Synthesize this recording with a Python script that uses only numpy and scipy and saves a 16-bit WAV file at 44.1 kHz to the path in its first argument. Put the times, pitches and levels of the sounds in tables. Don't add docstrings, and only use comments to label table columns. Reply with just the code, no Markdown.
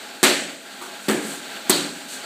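import sys
import numpy as np
from scipy import signal
from scipy.io import wavfile
from scipy.ndimage import uniform_filter1d

SR = 44100
rng = np.random.default_rng(int(sys.argv[2]) if len(sys.argv) > 2 else 0)


def store_pcm(level_fs):
    pcm = np.round(np.clip(level_fs, -1, 1) * 32767).astype(np.int16)
    wavfile.write(sys.argv[1], SR, np.atleast_2d(pcm).T)


def how_loud(loudness_db):
    steps = np.asarray(loudness_db, float) / 20
    return 10 ** steps


N = 99225

# start_s, thud_db, slap_db, snap_db, crack_db
BLOWS = [
    (.2300, -18.5, -16.5, -19.5, -7),
    (.8126, -61, -43, -48, -44),
    (1.0841, -18.5, -24, -20.5, -19),
    (1.6969, -17.5, -21.5, -27, -7),
]
BLOW_HZ = [300, 1300, 3500, 9000]
SLAP_S = [.2301, .2361, .2385, .2445, .2520, .2650, .8127, .8200, .8310, 1.0838, 1.0874, 1.0917, 1.0993,
          1.1128, 1.1260, 1.6955, 1.6966, 1.6976, 1.6994, 1.7052]
# level_db, burst_s
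SLAPS = [(0.5, 0.0018), (1.5, 0.00093), (-0.5, 0.0019), (-2, 0.0014), (-5, 0.00086), (-7, 0.0004),
         (2, 0.0027), (-2.5, 0.0039), (-4, 0.0051), (-4.5, 0.0019), (1, 0.0015), (-1.5, 0.00044),
         (-5, 0.00085), (-6.5, 0.0013), (-11, 0.00062), (0, 0.00068), (-.3, 0.0011), (-1, 0.0014),
         (-1, 0.003), (4, 0.00091)]
# pitch_hz, level_db, fade_s (time to fall 60 dB)
FOAM = [(215, 7, .06), (290, 6, .05), (370, 8, .05), (560, -1, .04), (810, -6, .03)]
TAILS = [(-11, -8, -4, -10, -12.5), (-34, -25, -35, -39, -33.5), (-9.5, -12.5, -13.5, -26.5, -22),
         (-11, -9.5, -14, -17.5, -16)]
TAIL_HZ = [400, 1000, 1700, 4400, 9000]


def blow(row, tail_db, boom_db):
    start_s, strengths_db = row[0], row[1:]
    sound = np.zeros(N)
    for slap_s, (level_db, burst_s) in zip(SLAP_S, SLAPS):
        if -.01 < slap_s - start_s < .1:
            add(sound, slap_s, slap(level_db, burst_s))
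    add(sound, start_s, how_loud(-20.5) * dying_tones(FOAM, .2))

    def blow_tone(hz):
        lows_db = 4 * np.minimum(np.log2((hz + 10) / 204), 0)
        highs_db = -5.5 * np.maximum(np.log2((hz + 10) / 9000), 0)
        return read(list(zip(BLOW_HZ, strengths_db)), hz) + lows_db + highs_db

    sound = how_loud(17) * colour(sound, blow_tone)
    tail = colour(wall_returns(), lambda hz: read(list(zip(TAIL_HZ, tail_db)), hz))
    add(sound, start_s, how_loud(40) * tail)
    add(sound, start_s, boom(boom_db))
    return sound


def slap(level_db, burst_s):
    t = np.arange(600) / SR
    u = t / 0.0001
    push = -u * (2 - u) * np.exp(1 - u)
    fizz = rng.standard_normal(len(t)) * np.exp(-t / burst_s)
    return how_loud(level_db) * (how_loud(2) * push + how_loud(-2.5) * fizz)


# pitch_hz, width_hz, level_db, fade_s (time to fall 60 dB)
RINGS = [
    (968, 420, -39.5, 0.22),
    (1164, 130, -40, 0.37),
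    (1464, 130, -47, 0.5),
    (4240, 1400, -25.5, 0.54),
    (1690, 180, -33.5, 0.62),
    (601, 260, -30, 0.77),
]
RING_S = [.8125, .8125, .8125, 1.7000, 1.0880, .2340]


def mitt_rings():
    mix = np.zeros(N)
    for (hz, width_hz, level_db, fade_s), start_s in zip(RINGS, RING_S):
        since = np.arange(N) / SR - start_s
        rise = np.clip(since / .002, 0, 1)
        fade = how_loud(-60 * np.maximum(since, 0) / fade_s)
        mix += how_loud(10) * hum(hz, width_hz, level_db) * rise * fade
    return mix


# pitch_a_hz, pitch_b_hz, fade_s (time to fall 60 dB)
ROOM_MODES = [(166, 250, 1), (214, 218, 0.61), (278.3, 297, 0.84), (359.6, 372, 0.47), (554, 664, 1)]
BOOMS = [(-31.5, -27.5, -25.5, -19.5, -27), (-65, -68, -63, -43, -45), (-32, -19, -25.5, -26, -33),
         (-27.5, -28.5, -25.5, -24.5, -36)]


def boom(boom_db):
    tones = []
    for (a_hz, b_hz, fade_s), level_db in zip(ROOM_MODES, boom_db):
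        tones += [(a_hz, level_db, fade_s), (b_hz, level_db, fade_s)]
    rise_s = 0.0074
    return dying_tones(tones, 1)[:SR] * (1 - np.exp(-np.arange(SR) / SR / rise_s))


# pitch_hz, fade_s (time to fall 60 dB)
ROOM = [(80, 0.27), (170, 0.76), (400, 0.71), (1000, 0.43), (1800, 0.69), (4000, 0.6), (8000, 0.69),
        (14000, 0.3)]
# pitch_hz, level_db
EARLY = [(300, -43), (2000, -52), (4000, 1.5), (8000, 2), (14000, -2)]


def wall_returns():
    delay_s, rise_s, early_fade_s = .0012, 0.0042, 0.033

    def level_db(hz, s):
        late = how_loud(-60 * s / read(ROOM, hz))
        early = how_loud(read(EARLY, hz) - 60 * s / early_fade_s)
        return 10 * np.log10(late ** 2 + early ** 2)

    tail = cloud(SR, level_db, .6)
    since = np.maximum(np.arange(SR) / SR - delay_s, 0)
    return tail / np.linalg.norm(tail) * (1 - np.exp(-since / rise_s))


def room(x):
    return signal.fftconvolve(x, wall_returns())[:len(x)]


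# start_s, length_s, level_db, brightness_db (per octave)
SLIDES = [
    (0.976, 0.2, -49, 11),
    (1.199, 0.22, -40, 12),
    (1.82, 0.34, -52, 3),
    (2.076, 0.12, -40, 4),
]


def feet():
    steps = np.zeros(N)
    for start_s, length_s, level_db, brightness_db in SLIDES:
        add(steps, start_s, slide(length_s, level_db, brightness_db))
    return steps + how_loud(-4) * room(steps)


def slide(length_s, level_db, brightness_db):
    top_hz, fall_db, peak = 8360, -8.5, 0.39
    u = np.linspace(0, 1, round(length_s * SR))
    hiss = rng.standard_normal(len(u))
    grain = evened(uniform_filter1d(rng.standard_normal(len(u)), size=60))
    hiss = hiss * how_loud(1.5 * grain)

    def skin_tone(hz):
        slope_db = np.where(hz < top_hz, brightness_db, fall_db)
        return slope_db * np.log2((hz + 1) / top_hz)

    swell = np.sin(np.pi * u ** (np.log(.5) / np.log(peak)))
    return how_loud(level_db + 18) * colour(hiss, skin_tone) * swell


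# time_s, level_db
AIR = [(0, -40.5), (.18, -38), (.65, -42), (.95, -39), (1.45, -36.5), (1.65, -34.5), (2.0, -39),
       (2.25, -37.5)]
# pitch_hz, level_db
AIR_TONE = [(60, 2), (250, -7.5), (500, 1.5), (830, 1.5), (1100, -0.5), (1550, 3.1), (4200, -1.3),
            (9000, -8)]
# pitch_hz, width_hz, level_db
AIR_HUM = [(208, 23, -20), (256, 33, -18.5), (678, 127, -13.5), (827, 29, -12), (1371, 66, -14),
           (1575, 180, -9)]


def air():
    t = np.arange(N) / SR
    waver = np.zeros(N)
    for hz in np.geomspace(2, 20, 20):
        waver += np.sin(2 * np.pi * (hz * t + rng.random())) / np.sqrt(hz)
    wash = evened(cloud(N, lambda hz, s: read(AIR_TONE, hz) + 0 * s, 0.5))
    for row in AIR_HUM:
        wash = wash + hum(*row)
    return wash * how_loud(7 + np.interp(t, *np.transpose(AIR)) - 1.68 * evened(waver))


# pitch_hz, level_db
HISS = [(300, -51), (3000, -55), (8000, -46.5), (15000, -51)]


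def microphone_hiss():
    return colour(rng.standard_normal(N), lambda hz: read(HISS, hz) + 10)


def hum(hz, width_hz, level_db):
    r = np.exp(-np.pi * width_hz / SR)
    slow = signal.lfilter([1], [1, -2 * r, r * r], rng.standard_normal((2, N)), axis=1)
    carrier = np.exp(2j * np.pi * hz * np.arange(N) / SR)
    return how_loud(level_db) * evened(((slow[0] + 1j * slow[1]) * carrier).real)


def dying_tones(tones, length_s):
    t = np.arange(0, length_s, 1 / SR)
    mix = np.zeros(len(t))
    for hz, level_db, fade_s in tones:
        pitch_hz = hz * rng.uniform(.995, 1.005)
        mix += how_loud(level_db - 60 * t / fade_s) * np.sin(2 * np.pi * pitch_hz * t)
    return mix


def cloud(size, db_at, patch_db):
    frames = size // 128 + 5
    hz = np.fft.rfftfreq(512, 1 / SR)[:, None]
    a, b, patches = rng.standard_normal((frames, 257, 3)).T
    patches = uniform_filter1d(patches, size=5, axis=0)
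    patches = evened(uniform_filter1d(patches, size=16, axis=1))
    level_db = db_at(hz, np.arange(frames) * 128 / SR) + patch_db * patches
    return signal.istft((a + 1j * b) * how_loud(level_db), nperseg=512, noverlap=384)[1][:size]


def colour(x, db_at):
    log = np.log(how_loud(db_at(abs(np.fft.fftfreq(8192, 1 / SR)))))
    taps = np.fft.ifft(np.exp(log - 1j * signal.hilbert(log).imag)).real[:4096]
    return signal.oaconvolve(x, taps)[:len(x)]


def read(points, hz):
    f, value = np.transpose(points)
    return np.interp(np.log(hz + 1), np.log(f + 1), value)


def evened(x):
    return x / np.sqrt(np.mean(x ** 2) + 1e-20)


def add(mix, start_s, sound):
    part = mix[round(start_s * SR):][:len(sound)]
    part += sound[:len(part)]


def scene():
    blows = sum(map(blow, BLOWS, TAILS, BOOMS))
    return (blows + mitt_rings() + feet() + air() + microphone_hiss())[None]


def band_limit(x):
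    return signal.sosfilt(signal.butter(12, 16460, fs=SR, output="sos"), x)


# pitch_hz, level_db
MIC_LOW = [(30, -33), (90, -24.5), (140, -10.5), (210, -3), (370, 0.95), (500, -4), (1050, -6.5),
           (1600, -6)]
# pitch_hz, level_db
MIC_HIGH = [(2000, -1.3), (4500, 2.68), (5100, -5.5), (6200, -3.5), (8200, 1.5), (9100, -5), (9900, -7.5),
            (15000, -9)]


def record(dry):
    x = colour(dry[0], lambda hz: read(MIC_LOW, hz) + read(MIC_HIGH, hz))
    knee = 2.8
    x = np.clip(knee * np.tanh(x / knee), -.84, .84)
    low_pass = signal.firwin(511, 15330, window=("kaiser", 9), fs=SR)
    x = signal.oaconvolve(x, low_pass, "same")
    return band_limit(x[None])


dry = scene()
out = record(dry)
store_pcm(out)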